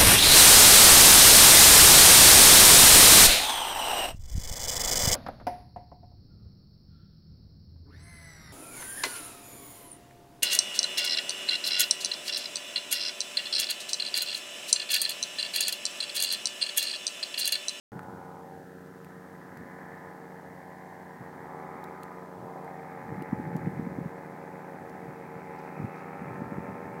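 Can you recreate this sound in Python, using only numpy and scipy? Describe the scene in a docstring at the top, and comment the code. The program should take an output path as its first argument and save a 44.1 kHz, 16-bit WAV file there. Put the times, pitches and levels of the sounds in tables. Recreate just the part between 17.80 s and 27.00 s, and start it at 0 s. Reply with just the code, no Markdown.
"""Open scrub, with a powered paraglider droning far off; near the end it opens its throttle a little.
Its two-stroke exhaust and its geared-down propeller are two harmonic series that beat against each other.
Refraction in moving air fades bands in and out, and the ground reflection cancels one falling band.
Close by, gusts buffet the microphone, and a hand-held camera ticks and rustles over a faint hiss."""
import sys
import numpy as np
from scipy import signal
from scipy.fft import rfft, irfft, next_fast_len
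from scipy.io import wavfile

SR = 44100
rng = np.random.default_rng(int(sys.argv[2]) if len(sys.argv) > 2 else 0)


def put_to_file(sound):
    """Save the sound as 16-bit audio at rate SR, in the file named by the first command-line argument."""
    columns = np.atleast_2d(sound).T  # one column per channel
    safe = np.clip(columns, -1, 1)
    whole_steps = np.round(safe * 32767)
    wavfile.write(sys.argv[1], SR, whole_steps.astype(np.int16))


N = 405719
TIME = np.arange(N) / SR


def amp(db):
    """Amplitude ratio: tenfold for every 20 dB."""
    return 10 ** (np.asarray(db) / 20)


def unit_rms(x):
    """Normalisation to unit mean power."""
    return x / np.sqrt(np.mean(x ** 2) + 1e-20)


def bell(x, centre, half_width):
    """Gaussian curve of height 1."""
    return np.exp(-((x - centre) / half_width) ** 2)


def add(mix, start_s, sound):
    """Superposition: a sound sums into the mix from its start time."""
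    part = mix[max(round(start_s * SR), 0):][:len(sound)]
    part += sound[:len(part)]


def noise(spectrum):
    """Spectral shaping: white noise coloured by a curve over log frequency, at rms 1."""
    size = next_fast_len(N)
    hz, db = np.transpose(spectrum)
    colour = amp(np.interp(np.log(np.fft.rfftfreq(size, 1 / SR) + 1), np.log(hz), db))
    return unit_rms(irfft(rfft(rng.standard_normal(size)) * colour, size)[:N])


def wander(corner_hz):
    """Random modulation: low-pass noise of rms 1."""
    size = 8192
    hz = np.fft.rfftfreq(size, TIME[-1] / size)
    slow = irfft(rfft(rng.standard_normal(size)) / np.sqrt(1 + (hz / corner_hz) ** 4))
    return unit_rms(np.interp(TIME, np.linspace(0, TIME[-1], size), slow - slow.mean()))


# Noise floor of the microphone: (frequency [Hz], relative spectral level [dB])
HISS_SPECTRUM = [(20, -10), (1000, 5), (3200, 1.5), (5500, 0.5), (8500, -1), (10500, -2.5), (13000, -2),
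                 (16000, -1)]
def hiss():
    """Self-noise: the microphone adds a steady broadband floor."""
    return amp(-65.5) * noise(HISS_SPECTRUM)


# Skin rubbing on the case: (frequency [Hz], relative spectral level [dB])
SKIN_SPECTRUM = [(1500, -19), (3500, -3), (5500, 0), (7500, -9), (15000, -22)]
# Shifts of the hand: (time [s], half length [s], level [dB])
HAND_STROKES = [(7.82, 0.09, -71), (8.18, 0.06, -70.5)]
def rustle():
    """Friction: skin slides over the camera in faint, grainy strokes."""
    level = sum(amp(db) * bell(TIME, s, half_s) for s, half_s, db in HAND_STROKES)
    return level * noise(SKIN_SPECTRUM) * unit_rms(amp(4.5 * wander(60)))


# Clicks of the camera: (time [s], base level [dB], ring frequency [Hz], ring level over base [dB])
CASE_TICKS = [(0.193, -45, 1390, 17), (.232, -49, 2500, -5), (1.246, -43, 2550, -5),
              (1.7724, -43, 5030, -12), (4.0405, -39, 3800, -6), (4.233, -34.5, 4300, -10),
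              (4.8462, -48, 9000, -8), (5.4222, -38, 2800, -6), (5.7656, -39.5, 5550, -15),
              (7.0955, -45, 5000, -12)]
def ticks(snap_t60_s=0.018, ring_t60_s=0.0092):
    """Damped free vibration: each dry snap leaves the plastic case ringing briefly."""
    out, t = np.zeros(N), np.arange(2048) / SR
    for s, db, hz, ring_db in CASE_TICKS:
        snap = rng.standard_normal(len(t)) * amp(-8.5 - 60 * t / snap_t60_s)
        ring = np.sin(2 * np.pi * hz * t) * amp(ring_db - 60 * t / ring_t60_s)
        add(out, s, amp(db) * (snap + ring))
    return out


# Wind pressure on the microphone: (frequency [Hz], relative spectral level [dB])
WIND_SPECTRUM = [(20, -51), (45, -30), (80, -8.5), (130, 0), (180, 3), (260, -6.5), (380, -10),
                 (550, -23.5), (1000, -29.5), (2500, -56)]
# Gusts: (start [s], duration [s], level [dB])
WIND_GUSTS = [(.1, 0.079, -43), (.22, 0.16, -48.5), (1.748, .12, -47), (4.61, .05, -46.5),
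              (5.25, 0.16, -44), (5.53, 0.22, -41.5), (5.75, .52, -40), (6.457, 0.1, -51), (6.95, .35, -53),
              (8.028, 0.03, -35.5), (8.415, 0.19, -43.5), (8.645, .55, -44)]
def wind(breeze_db=-58, rise_s=0.035, fall_s=0.021):
    """Turbulent pressure fluctuation: a light breeze rumbles, and gusts rise, hold and drop."""
    level = np.full(N, amp(breeze_db))
    for s, duration, db in WIND_GUSTS:
        before, after = np.maximum(s - TIME, 0), np.maximum(TIME - s - duration, 0)
        level = np.maximum(level, amp(db) * np.exp(-before / rise_s - after / fall_s))
    return level * noise(WIND_SPECTRUM) * unit_rms(amp(1.6 * wander(8.4)))


# Single eddies striking the microphone: (time [s], relative level [dB], frequency [Hz])
EDDIES = [(1.812, -36, 171), (3.409, -33, 135), (3.958, -37, 210), (5.322, -27, 188), (5.387, -31, 163),
          (5.42, -26.5, 320), (5.529, -17.5, 212), (5.597, -23, 258), (5.665, -22, 177), (5.754, -15, 165),
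          (5.872, -18.5, 177), (5.995, -24, 189), (6.068, -22, 232), (6.185, -24.5, 255), (6.258, -24, 164),
          (7.288, -34, 148), (7.56, -37.5, 149), (7.999, -30, 168), (8.022, -25.5, 130), (8.044, -21, 149),
          (8.42, -30, 222), (8.618, -24.5, 198), (8.721, -29, 200), (8.781, -24, 172), (8.885, -27, 220)]
def buffets(decay_cycles=0.64, delay_s=0.002, low_cut_hz=116):
    """Pressure transients: each eddy gives one brief low swing; the microphone passes no deep bass."""
    out, t = np.zeros(N), np.arange(-0.02, 0.04, 1 / SR)
    for s, db, hz in EDDIES:
        swing = np.cos(2 * np.pi * (hz * t * (1 - 6 * t) + rng.random()))
        add(out, s + delay_s + t[0], amp(db) * swing * np.exp(-abs(t) * hz / decay_cycles))
    ragged = out * (1 + 0.42 * wander(176))
    low_cut = signal.butter(3, low_cut_hz, "highpass", fs=SR, output="sos")
    return amp(1.5) * signal.sosfilt(low_cut, ragged)


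# Bands bent toward the listener or away:
# (time [s], half length [s], centre [Hz], half width [Hz], gain [dB])
REFRACTION = [(.3, 0.3, 940, 300, 2.5), (.42, 0.46, 1440, 110, 8), (.42, .15, 2350, 250, 8),
              (.9, .3, 2130, 169, -4), (1.99, 0.38, 1970, 640, 6.5), (2.95, 0.45, 423, 220, -4),
              (3, 0.47, 1920, 260, 5), (3.05, 0.35, 1300, 130, -8), (3.83, .2, 820, 170, 3.5),
              (3.998, 0.5, 1220, 217, 8), (3.952, 0.32, 2260, 450, 6.5), (4.623, .17, 2040, 600, -5.5),
              (4.78, 0.21, 830, 340, 5.5), (5.45, 0.61, 2200, 770, 5), (7.456, 0.49, 1000, 900, -1),
              (8.1, 0.58, 2560, 503, 5.5), (8.398, .55, 1270, 150, 6.5)]
# Band cancelled by the ground reflection, sinking and filling in: (time [s], centre [Hz], depth [dB])
GROUND_NOTCH = [(.15, 1980, -0.5), (.56, 1740, 6), (.74, 1170, 8.5), (.87, 980, 11.5), (1.15, 820, 7),
                (1.8, 660, 2.5), (2.4, 640, 0)]
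# One band that stays weak throughout: (centre [Hz], half width [Hz], depth [dB])
WEAK_BAND = (1440, 98, 4.2)
def through_air(x, approach_db_per_s=0.5, steady_below_hz=230, notch_half_width_hz=295):
    """Outdoor propagation: spreading, refraction, ground interference and absorption shape the drone."""
    hz, t, spectra = signal.stft(x, SR, nperseg=1024, noverlap=768)
    hz = hz[:, None]
    above_bass = 1 - np.exp(-(hz / steady_below_hz) ** 4)
    gain_db = approach_db_per_s * (t - t.mean()) * above_bass
    for s, half_s, centre_hz, half_hz, db in REFRACTION:
        gain_db += db * bell(t, s, half_s) * bell(hz, centre_hz, half_hz)
    times, *columns = np.transpose(GROUND_NOTCH)
    notch_hz, depth_db = (np.interp(t, times, column) for column in columns)
    gain_db -= depth_db * bell(hz, notch_hz, notch_half_width_hz)
    weak_hz, weak_half_hz, weak_db = WEAK_BAND
    gain_db -= weak_db * bell(hz, weak_hz, weak_half_hz)
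    cutoff_hz = 1890 + 51.5 * t  # the air absorbs less treble as the glider nears
    low_pass = 1 / np.sqrt(1 + (hz / cutoff_hz) ** 18.6)
    return signal.istft(spectra * low_pass * amp(gain_db), SR, nperseg=1024, noverlap=768)[1][:N]


def pulse_train(cycles, harmonics, fade_db, jitter_rad, echo_rad):
    """Fourier series of one pulse a cycle: echoes spread the phases, turbulence shakes level and phase."""
    out = np.zeros(N)
    for order, db in harmonics:
        shake = np.sqrt(order / len(harmonics))  # short waves are shaken most
        level = amp(db) * unit_rms(amp(fade_db * shake * wander(0.94)))
        phase = echo_rad * rng.standard_normal() + jitter_rad * shake * wander(1.87)
        out += level * np.sin(2 * np.pi * order * cycles + phase)
    return np.sqrt(2) * out


# Rush of air off the blades: (frequency [Hz], relative spectral level [dB])
SWISH_SPECTRUM = [(60, -35), (130, -6), (250, -6.5), (450, 0.5), (650, -1.5), (900, 4.5), (1150, -4.5),
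                  (1420, -4.5), (1850, -4.5), (2200, -6.5), (2600, -6.5), (3200, -15.5)]
def blade_swish(passes, rise_cycles=0.088, fall_cycles=0.28, floor=0.56):
    """Amplitude-modulated turbulence: the noise bursts at each blade passage, then dies down."""
    age = (passes + rise_cycles / 2) % 1
    burst = np.minimum(age / rise_cycles, 1) * np.exp(-np.maximum(age - rise_cycles, 0) / fall_cycles)
    envelope = unit_rms((floor + burst) * amp(1.53 * wander(40)))
    return amp(-48.5) * envelope * noise(SWISH_SPECTRUM)


# Propeller tones: (multiple of the blade rate, relative level [dB])
BLADE_HARMONICS = [(1, -76), (2, -52.5), (3, -58.5), (4, -59), (5, -55.5), (6, -57.5), (7, -56.5),
                   (8, -63.5), (9, -61.5), (10, -52.5), (11, -53), (12, -76), (13, -71.5), (14, -71.5),
                   (15, -67.5), (16, -63.5), (17, -65.5), (18, -76), (19, -75), (20, -72), (21, -70),
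                   (22, -82), (23, -76), (24, -74), (25, -73), (26, -73.5)]
# The propeller's beam swings toward the listener as the glider turns: (time [s], gain [dB])
DIRECTIVITY = [(.15, -3), (3.45, -3.3), (3.8, 1.5), (4.3, -5), (4.8, -1), (5.8, 0.6), (6.5, -1.6),
               (7.6, -.7), (9.2, -0.5)]
def propeller(passes):
    """Rotational noise: two slightly unequal blades slap the air, each dragging a puff of turbulence."""
    slaps = pulse_train(passes, BLADE_HARMONICS, fade_db=4.0, jitter_rad=0.7, echo_rad=0.072)
    imbalance = 0.053 * np.cos(np.pi * passes)
    slaps *= 1 + imbalance + 0.06 * wander(32)
    beam = amp(np.interp(TIME, *np.transpose(DIRECTIVITY)))
    return beam * slaps + blade_swish(passes)


def silencer(x, ring_hz=870, width_hz=183):
    """Group delay: an all-pass resonance holds one band back, so each pop trails a short ring."""
    radius = np.exp(-np.pi * width_hz / SR)
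    denominator = [1, -2 * radius * np.cos(2 * np.pi * ring_hz / SR), radius ** 2]
    return signal.lfilter(denominator[::-1], denominator, x)


# Exhaust tones: (multiple of the firing rate, relative level [dB])
EXHAUST_HARMONICS = [(1, -65.5), (2, -51.5), (3, -56), (4, -56), (5, -51.5), (6, -56.5), (7, -62),
                     (8, -58.5), (9, -60.5), (10, -61.5), (11, -58), (12, -76.5), (13, -77), (14, -66),
                     (15, -66.5), (16, -62.5), (17, -66.5), (18, -66), (19, -64), (20, -69), (21, -75),
                     (22, -73.5), (23, -69.5), (24, -72.5), (25, -74), (26, -82), (27, -72.5), (28, -74)]
# Sum and difference tones: (multiple of the firing rate, multiple of the shaft rate, relative level [dB])
CHOP_SIDEBANDS = [(2, 2, -61.5), (4, -3, -65), (4, -1, -62), (4, 1, -67), (5, 1, -71), (7, -1, -63.5),
                  (7, 1, -65.5)]
def exhaust(firings, shaft_turns):
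    """Modulation sidebands: the turning propeller chops a train of uneven two-stroke pops."""
    pops = pulse_train(firings, EXHAUST_HARMONICS, fade_db=2.4, jitter_rad=0.55, echo_rad=0.35)
    for firing_order, shaft_order, db in CHOP_SIDEBANDS:
        cycles = firing_order * firings + shaft_order * shaft_turns + rng.random()
        pops += np.sqrt(2) * amp(db + 2 * wander(2)) * np.cos(2 * np.pi * cycles)
    strength = 1 + 0.12 * wander(56)
    return amp(-0.99) * silencer(pops * strength)


# Engine speed, drifting about cruise and then throttled up: (time [s], firing rate [Hz])
ENGINE_SPEED = [(.2, 91.38), (.8, 91.36), (1.15, 91.73), (1.9, 91.75), (2.6, 91.49), (3.1, 91.52),
                (3.8, 91.23), (4.55, 90.82), (5.2, 91.64), (5.6, 91.86), (6, 92.32), (6.43, 92.51),
                (7, 91.89), (7.52, 91.43), (7.85, 91.9), (8.28, 94.42), (8.56, 95.14), (9.1, 94.94)]
def paraglider(blades_per_firing=0.8454):
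    """Beating: a belt locks propeller to engine at a fixed ratio, and their nearby harmonics interfere."""
    flutter = 0.0005 * wander(8)
    firing_hz = np.interp(TIME, *np.transpose(ENGINE_SPEED)) * (1 + flutter)
    firings = np.cumsum(firing_hz) / SR
    passes = blades_per_firing * firings
    drone = exhaust(firings, shaft_turns=passes / 2) + propeller(passes)
    return amp(-0.5) * through_air(drone)


def scene():
    """Superposition: breeze, camera and glider sum at one microphone."""
    breeze = wind() + buffets()
    camera = ticks() + rustle() + hiss()
    return (breeze + camera + paraglider())[None]


def record(dry, onset_s=0.119, cutoff_hz=15900):
    """Gating and band limiting: the sound starts after a moment of silence and loses its top treble."""
    gated = dry * (TIME >= onset_s)
    low_pass = signal.firwin(511, cutoff_hz, window=("kaiser", 9), fs=SR)
    return signal.oaconvolve(gated, low_pass[None], "same")


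dry = scene()
out = record(dry)
put_to_file(out)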